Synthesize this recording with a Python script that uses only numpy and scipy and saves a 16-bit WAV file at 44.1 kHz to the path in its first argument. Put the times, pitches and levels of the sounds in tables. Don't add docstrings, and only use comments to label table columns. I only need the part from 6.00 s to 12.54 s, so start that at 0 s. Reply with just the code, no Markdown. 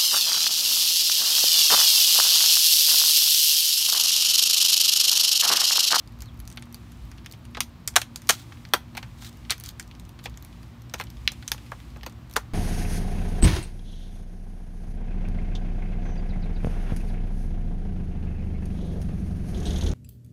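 import sys
import numpy as np
from scipy import signal
from scipy.fft import rfft, irfft, next_fast_len
from scipy.io import wavfile
from scipy.ndimage import uniform_filter1d

SR = 44100
rng = np.random.default_rng(int(sys.argv[2]) if len(sys.argv) > 2 else 0)


def gain_from_db(level_db):
    decades = np.asarray(level_db, float) / 20
    return 10 ** decades


def digitize_waveform(pressure):
    field = np.atleast_2d(pressure).T
    bounded = np.clip(field, -1, 1)
    quanta = np.round(bounded * 32767).astype(np.int16)
    wavfile.write(sys.argv[1], SR, quanta)


N = 288237


def evened(x):
    return x / np.sqrt(np.mean(x ** 2) + 1e-20)


def read(points, hz):
    f, value = np.transpose(points)
    return np.interp(np.log(hz + 1), np.log(f + 1), value)


def along(rows):
    return np.interp(np.arange(N) / SR, *np.transpose(rows))


def add(mix, s, sound):
    part = mix[max(round(s * SR), 0):][:len(sound)]
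    part += sound[:len(part)]


def coloured(x, points):
    size = next_fast_len(len(x))
    gain = gain_from_db(read(points, np.fft.rfftfreq(size, 1 / SR)))
    return evened(irfft(rfft(x, size) * gain, size)[:len(x)])


# (frequency [Hz], width [Hz], level [dB])
DRONE = [(58.6, 20, -51), (116.5, 10.7, -53.5), (176, 20.4, -61.5), (235.8, 9, -57), (287.3, 18, -68.5),
         (342, 15, -69)]
# (time [s], level [dB])
THROB = [(0.0, -53), (0.4, -42), (0.73, -55.5), (1.05, -42.5), (1.27, -56.5), (1.98, -47), (2.53, -73),
         (2.54, -55.5), (4.4, -45), (4.84, -58), (5.11, -45), (6.4, -46.5), (6.48, -44), (6.53, -47)]


def drone():
    t, out = np.arange(N) / SR, np.zeros(N)
    throb_db = along(THROB)
    throb_db = throb_db - throb_db.mean()
    for k, (hz, width, db) in enumerate(DRONE):
        r = np.exp(-np.pi * width / SR)
        waver = signal.lfilter([1], [1, -2 * r, r * r], [1, 1j] @ rng.standard_normal((2, N)))
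        order = evened((waver * np.exp(2j * np.pi * hz * t)).real)
        out += gain_from_db(db + throb_db * (k == 0)) * order
    return out


# (frequency [Hz], level [dB per Hz])
AIR = [(21, -27.5), (36, -5), (116, 4), (169, -5), (248, -8.5), (288, -9.5), (353, -13.5), (401, -20.5),
       (1190, -18.5), (1390, -23.5), (3840, -29), (8870, -40.5), (10600, -46), (12000, -41.5),
       (15500, -40.5)]


def air():
    return gain_from_db(-49.5) * coloured(rng.standard_normal(N), AIR)


def specks():
    clicks = gain_from_db(4.0 * np.minimum(rng.exponential(1, N), 3))
    clicks *= rng.choice([-1., 1.], N) * (rng.random(N) < 45 / SR)
    t = np.arange(200) / SR
    speck = rng.standard_normal(200) * gain_from_db(-60 * t / .004)
    bright = [(2500, -40), (6000, -19.5), (10000, 5.0), (16000, -4.5)]
    return gain_from_db(-82) * coloured(signal.oaconvolve(clicks, speck)[:N], bright)


def modes(table, hz, chance, centre_hz):
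    f, width, db = np.transpose(table)[:, :, None]
    f = f * (.94 + .12 * chance[:len(f), :1])
    db = db + 3 * chance[:len(f), 1:] - 10.5 * np.log2(f / centre_hz) ** 2
    resonance = 1 / (1 + 2j * (hz - f) / width)
    skirts = (1j * hz / f) ** 2 / (1 + 1j * hz / f) ** 3 / (1 + 1j * (hz - f) / (1.35 * width))
    return (gain_from_db(db) * resonance * skirts).sum(0)


# (frequency [Hz], width [Hz], level [dB])
LID = [(356, 130, -10), (574, 260, -4), (700, 960, -10.5), (896, 250, 2.5), (1053, 1040, 9.5)]
PANEL = [(1320, 700, -1), (1657, 940, 7), (2226, 1140, 5), (3029, 1440, 3), (4000, 390, -1)]
GLASS = [(4640, 800, 4), (6260, 1580, -7.5), (6670, 2130, -3), (8260, 3000, -1.5)]
SPLINTER = [(10460, 5300, 7), (11510, 970, 5), (12870, 2900, -7)]
# (level [dB], t60 [s])
RATTLE = [
    (-8, 0.077),
    (-6.5, 0.061),
    (-12.5, 0.081),
    (-18, 0.11),
]
GROUND = .0043, -15.5


def snap(mix, s, levels_db, t60, place):
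    crack, spread, shake = rng.standard_normal((3, 4096))
    chance = rng.random((4, 5, 2))
    t, hz = np.arange(4096) / SR, np.fft.rfftfreq(4096, 1 / SR)
    lid_hz, panel_hz, loose_db = place
    centres_hz = 780 * (lid_hz / 830) ** 2.46, panel_hz, 6000, 11500
    clumps_db = 2.57 * evened(uniform_filter1d(spread, size=70))
    run = crack * gain_from_db(3.5 * spread - 60 * t / np.clip(t60, .002, .1))
    run[0] = 3.5
    bending = np.exp(-4j * np.pi * 0.00097 * np.sqrt(1000 * hz))
    echo = 1 + gain_from_db(GROUND[1]) * np.exp(-2j * np.pi * hz * GROUND[0])
    sound = 0
    for k, table in enumerate((LID, PANEL, GLASS, SPLINTER)):
        rattle_db, ring = RATTLE[k]
        rattle = shake * gain_from_db(rattle_db + loose_db + clumps_db - 60 * t / ring)
        rattle = rattle * (1 - np.exp(-t / 0.00065))
        body = modes(table, hz, chance[k], centres_hz[k])
        part = irfft((rfft(run) * echo + rfft(rattle)) * bending * body)
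        sound = sound + gain_from_db(levels_db[k]) * part / abs(part).max()
    add(mix, s - .0003, sound * signal.windows.tukey(2 * len(t), .2)[len(t):])


# (lid centre [Hz], panel centre [Hz], looseness [dB])
TICK_PLACE = (860, 2830, -3.5)


def tick(mix, s, levels_db):
    snap(mix, s, levels_db, .006, TICK_PLACE)


# (time [s], glass level [dB], splinter re glass
# [dB])
GLASS_TICKS = [(0.075, -42, -16), (.1222, -51.5, -5), (0.189, -49, -5), (.2059, -36.5, -8),
               (0.2208, -30, -4.5), (.258, -43, -8), (.3434, -58, 3), (0.3747, -52, 0), (.393, -50, 1.5),
               (.4013, -37.5, 2), (.453, -44, -10), (.476, -31, -11), (0.5012, -38, -15), (0.515, -38, -15),
               (.5254, -42, -12), (.561, -53, 3.5), (.596, -52, 0), (.656, -55, 0), (0.7263, -44, 1),
               (0.7444, -27.5, -2.5), (0.9193, -44, -5), (1.053, -52, -0.5), (1.297, -49.5, -3),
               (1.313, -36.5, -8), (1.3236, -37, -4), (2.2192, -37, -11), (2.272, -34.5, -9.5),
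               (2.283, -38.5, -6.5), (2.689, -44, -8),
               (3.3284, -45, -9), (3.372, -47.5, -2), (3.5802, -37.5, -4), (3.5998, -39, 6),
               (3.609, -37, -10), (3.638, -32.5, -2.5), (3.6605, -30, -10), (3.6832, -40, -6),
               (3.6893, -30.5, -4), (6.2975, -46, -6), (3.8267, -38.5, -11), (6.097, -43, -10),
               (3.877, -43, -9), (3.9975, -37, -15), (4.0516, -45, -12), (4.0923, -41, -5), (4.24, -41, -3),
               (4.297, -47.5, -3), (4.374, -34.5, -13), (4.425, -42, 0), (4.4485, -38.5, -2),
               (4.8199, -46, -1), (5.0388, -36.5, -7), (5.102, -39, -6), (5.9036, -50, -13),
               (5.971, -48, -8.5), (6.1243, -44.5, -9), (6.3114, -38, -3.5), (6.3283, -42.5, -3),
               (6.3377, -36.5, -3)]


def glass_ticks(mix):
    for s, db, fine_db in GLASS_TICKS:
        tick(mix, s, db + np.array([-24, -6, 1.5, fine_db + 5.5]))


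# (time [s], frequency [Hz], level [dB])
CHIRP = [
    (0.241, 4520, -55),
    (0.26, 4290, -53),
    (0.281, 4000, -48),
    (.295, 3270, -53),
    (0.312, 3250, -62),
]


def bird(mix):
    s, hz, db = np.transpose(CHIRP)
    t = np.arange(s[0], s[-1], 1 / SR)
    flutter = evened(uniform_filter1d(rng.standard_normal((2, len(t))), size=120))
    pitch_hz = np.interp(t, s, hz) * (1 + 0.028 * flutter[0])
    whistle = np.sin(2 * np.pi * np.cumsum(pitch_hz) / SR)
    level = gain_from_db(np.interp(t, s, db) - 9 + 4 * flutter[1])
    add(mix, s[0], level * whistle * signal.windows.tukey(len(t), .3))


# (time [s], panel level [dB], glassy edge re panel [dB])
CLIP_TICKS = [(0.5729, -29, -10), (0.6239, -35, -6.5), (1.1155, -37.5, -8.5), (1.182, -42, -15),
              (1.2466, -44, -13), (1.3366, -36.5, -15), (1.4524, -42.5, -6), (1.9398, -42, -8),
              (2.5234, -38, -18), (2.5717, -46, -22), (2.6517, -32.5, -16), (3.2229, -40, -7),
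              (3.4502, -42, -22), (3.9125, -37.5, -15), (3.951, -43.5, -9), (4.1904, -39, -12.5),
              (4.342, -44, -17), (4.5275, -47.5, -8), (4.6303, -45.5, -5), (1.2609, -29, -9),
              (4.8966, -40, -7.5), (5.07, -40, -20), (5.1697, -43.5, -12), (5.2544, -47, -18),
              (5.58, -38, -10), (5.6632, -44, -12), (5.8021, -40.5, -9.5), (6.011, -41, -25),
              (1.177, -48, -8)]


def clip_ticks(mix):
    for s, db, edge_db in CLIP_TICKS:
        tick(mix, s, db + np.array([-15, 1.5, edge_db + 8, edge_db - 5]))


# (start [s], length [s], level [dB])
RUSTLE = [
    (0.59, 0.71, -60.5),
    (2.0, 0.83, -56.5),
    (2.69, 1.27, -59.5),
    (4.3, 0.51, -62),
    (4.9, 1.26, -56),
]


def rustle():
    rub = [(900, -38), (2000, 4.5), (4000, -0.5), (8000, -4.5), (16000, -12)]
    moving = np.zeros(N)
    for start, length, db in RUSTLE:
        add(moving, start, gain_from_db(db - 6.0) * signal.windows.tukey(round(length * SR), .7))
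    return moving * coloured(rng.standard_normal(N), rub)


# (time [s], lid knock level [dB], lid centre [Hz])
KNOCKS = [
    (0.669, -47, 850),
    (2.521, -38.5, 1000),
    (2.742, -23.5, 555),
    (3.223, -39, 1000),
    (4.738, -54, 850),
    (4.94, -25.5, 614),
    (5.545, -37, 700),
    (5.719, -26.5, 890),
    (6.066, -34.5, 605),
    (6.364, -17.5, 690),
]


def knocks(mix):
    for s, lid_db, lid_hz in KNOCKS:
        snap(mix, s, lid_db + np.array([1, -43, -30, -39]), 0.011, (lid_hz, 1500, -3))


def breaks(mix, rows, lid_hz):
    for s, lid_db, panel_db, glass_db, t60 in rows:
        splinter_db = 0.5 * glass_db + 0.5 * panel_db - 6
        panel_hz = np.clip(1865 * 2 ** ((panel_db - lid_db) / 29.5), 1250, 6000)
        loose_db = 2 + 3.5 * np.log2(abs(t60) / 0.017) + 0.01 * (panel_db + 16)
        levels_db = np.add([lid_db, panel_db, glass_db, splinter_db], -1.5)
        snap(mix, s, levels_db, t60, (lid_hz, panel_hz, loose_db))


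# (time [s], lid knock level [dB], panel level [dB], glass crack level [dB], run-out t60 [s])
PRISED = [(1.548, -38, -26.5, -61, .015), (1.5702, -24, -23, -48, 0.026), (1.6048, -29, -10.5, -9.5, 0.019),
          (1.876, -38.5, -16.5, -11, 0.014), (1.958, -15.5, -12, -12, 0.0042), (1.9619, -8, -3, -1, 0.027),
          (2.016, -33, -19.5, -18, 0.017), (2.1593, -39, -24, -17, 0.0046), (2.291, -21, -7, -4.5, 0.047),
          (2.2952, -15, -6.5, -3, 0.0077), (2.2986, -9.5, -8.5, -6, 0.0055), (2.305, -35, -8, -7, 0.012),
          (2.7357, -7, -5.5, -10.5, 0.03), (2.7447, -27, -19, -22, .024), (2.9508, -31.5, -31, -38, 0.0096),
          (2.9696, -33, -24.5, -31, 0.052), (2.9768, -25, -18, -35, .012), (3.028, -33.5, -29, -50, 0.037),
          (3.497, -42, -21, -49, 0.1), (3.5057, -39, -21, -8, 0.0093), (3.5079, -29, -14, -47, 0.09),
          (3.521, -48, -19, -21.5, 0.017)]


def prised(mix):
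    breaks(mix, PRISED, lid_hz=903)


# (start [s], length [s], first level [dB], last level [dB])
SCRAPES = [
    (2.321, 0.043, -28.5, -51),
    (2.352, 0.1, -50, -58),
    (3.168, 0.07, -60, -52),
    (3.215, 0.091, -49.5, -47.5),
    (3.524, 0.024, -39, -66),
    (3.63, .09, -46.5, -54),
    (4.224, 0.036, -65, -37),
    (4.976, 0.023, -58, -41.5),
    (5.32, 0.02, -47.5, -67),
]
# (frequency [Hz], level [dB per Hz])
GRIT = [(500, -56.5), (1200, -12.5), (2600, -14), (3700, -6.5), (5000, -12.5), (8000, -15), (10500, -21),
        (15600, -19)]


def scrapes():
    grains = rng.standard_normal(N) * gain_from_db(3.1 * np.minimum(rng.exponential(1, N), 3))
    grains *= rng.random(N) < 10000 / SR
    grains *= gain_from_db(2.3 * evened(uniform_filter1d(rng.standard_normal(N), size=250)))
    stroke = np.zeros(N)
    for start, length, first_db, last_db in SCRAPES:
        size = round(length * SR)
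        level = gain_from_db(np.linspace(first_db, last_db, size))
        add(stroke, start, level * signal.windows.tukey(size, .45))
    return stroke * coloured(grains, GRIT)


# (time [s], lid knock level [dB], panel level [dB], glass crack level [dB], run-out t60 [s])
PRESSED = [(3.7968, -44, -26, -24.5, 0.022), (4.2569, -27, -20, -36, 0.016),
           (4.2636, -34.5, -47, -38.5, .012), (4.9383, -25, -21.5, -22, 0.028),
           (4.9989, -20, -22.5, -32, 0.016), (5.01, -25.5, -22.5, -33, 0.025),
           (5.2767, -35.5, -0.5, -20, 0.0007), (5.3186, -40, -37, -29.5, .011),
           (5.4254, -41.5, -32, -57, 0.0089), (5.4786, -70, -24, -16, .009),
           (5.5176, -18, -11.5, -9, 0.0076), (5.7173, -53, -40, -41.5, 0.027),
           (5.9609, -39, -45, -57, 0.024), (6.0327, -30, -25.5, -41, 0.014),
           (6.0631, -28, -26.5, -27.5, 0.03), (6.3598, -19.5, -19.5, -37, 0.057),
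           (6.3642, -11.5, -12.5, -13.5, 0.015), (6.3693, -22.5, -30, -18.5, 0.011)]


def pressed(mix):
    breaks(mix, PRESSED, lid_hz=715)


def surroundings(x):
    taps = np.zeros(SR // 2)
    at = np.arange(400, len(taps) - 20, 20)
    taps[at + rng.integers(0, 20, len(at))] = rng.choice([-1., 1.], len(at))
    hz, t, z = signal.stft(taps, SR, nperseg=128)
    fade = gain_from_db(-60 * t / 0.19 - 0.19 * hz[:, None] / 1000)
    far = signal.istft(z * fade, SR, nperseg=128)[1]
    return x + gain_from_db(-23.5) * signal.oaconvolve(x, far / np.linalg.norm(far))[:N]


def scene():
    background = drone() + air() + rustle()
    near = specks() + scrapes()
    for source in (glass_ticks, bird, clip_ticks, knocks, prised, pressed):
        source(near)
    return (surroundings(near) + background)[None]


def low_pass(x):
    return signal.sosfilt(signal.butter(12, 17130, fs=SR, output="sos"), x)


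# (frequency [Hz], level [dB])
EDGE = [(28, -23.5), (45, 3), (15500, 2), (16000, -21), (16800, -22), (17300, -33.5)]


def record(dry):
    size = next_fast_len(N)
    limited = dry / (1 + abs(dry / .76) ** 4) ** .25
    path = gain_from_db(read(EDGE, np.fft.rfftfreq(size, 1 / SR)))
    heard = irfft(rfft(limited, size) * path, size)[:, :N]
    return low_pass(heard)


dry = scene()
out = record(dry)
digitize_waveform(out)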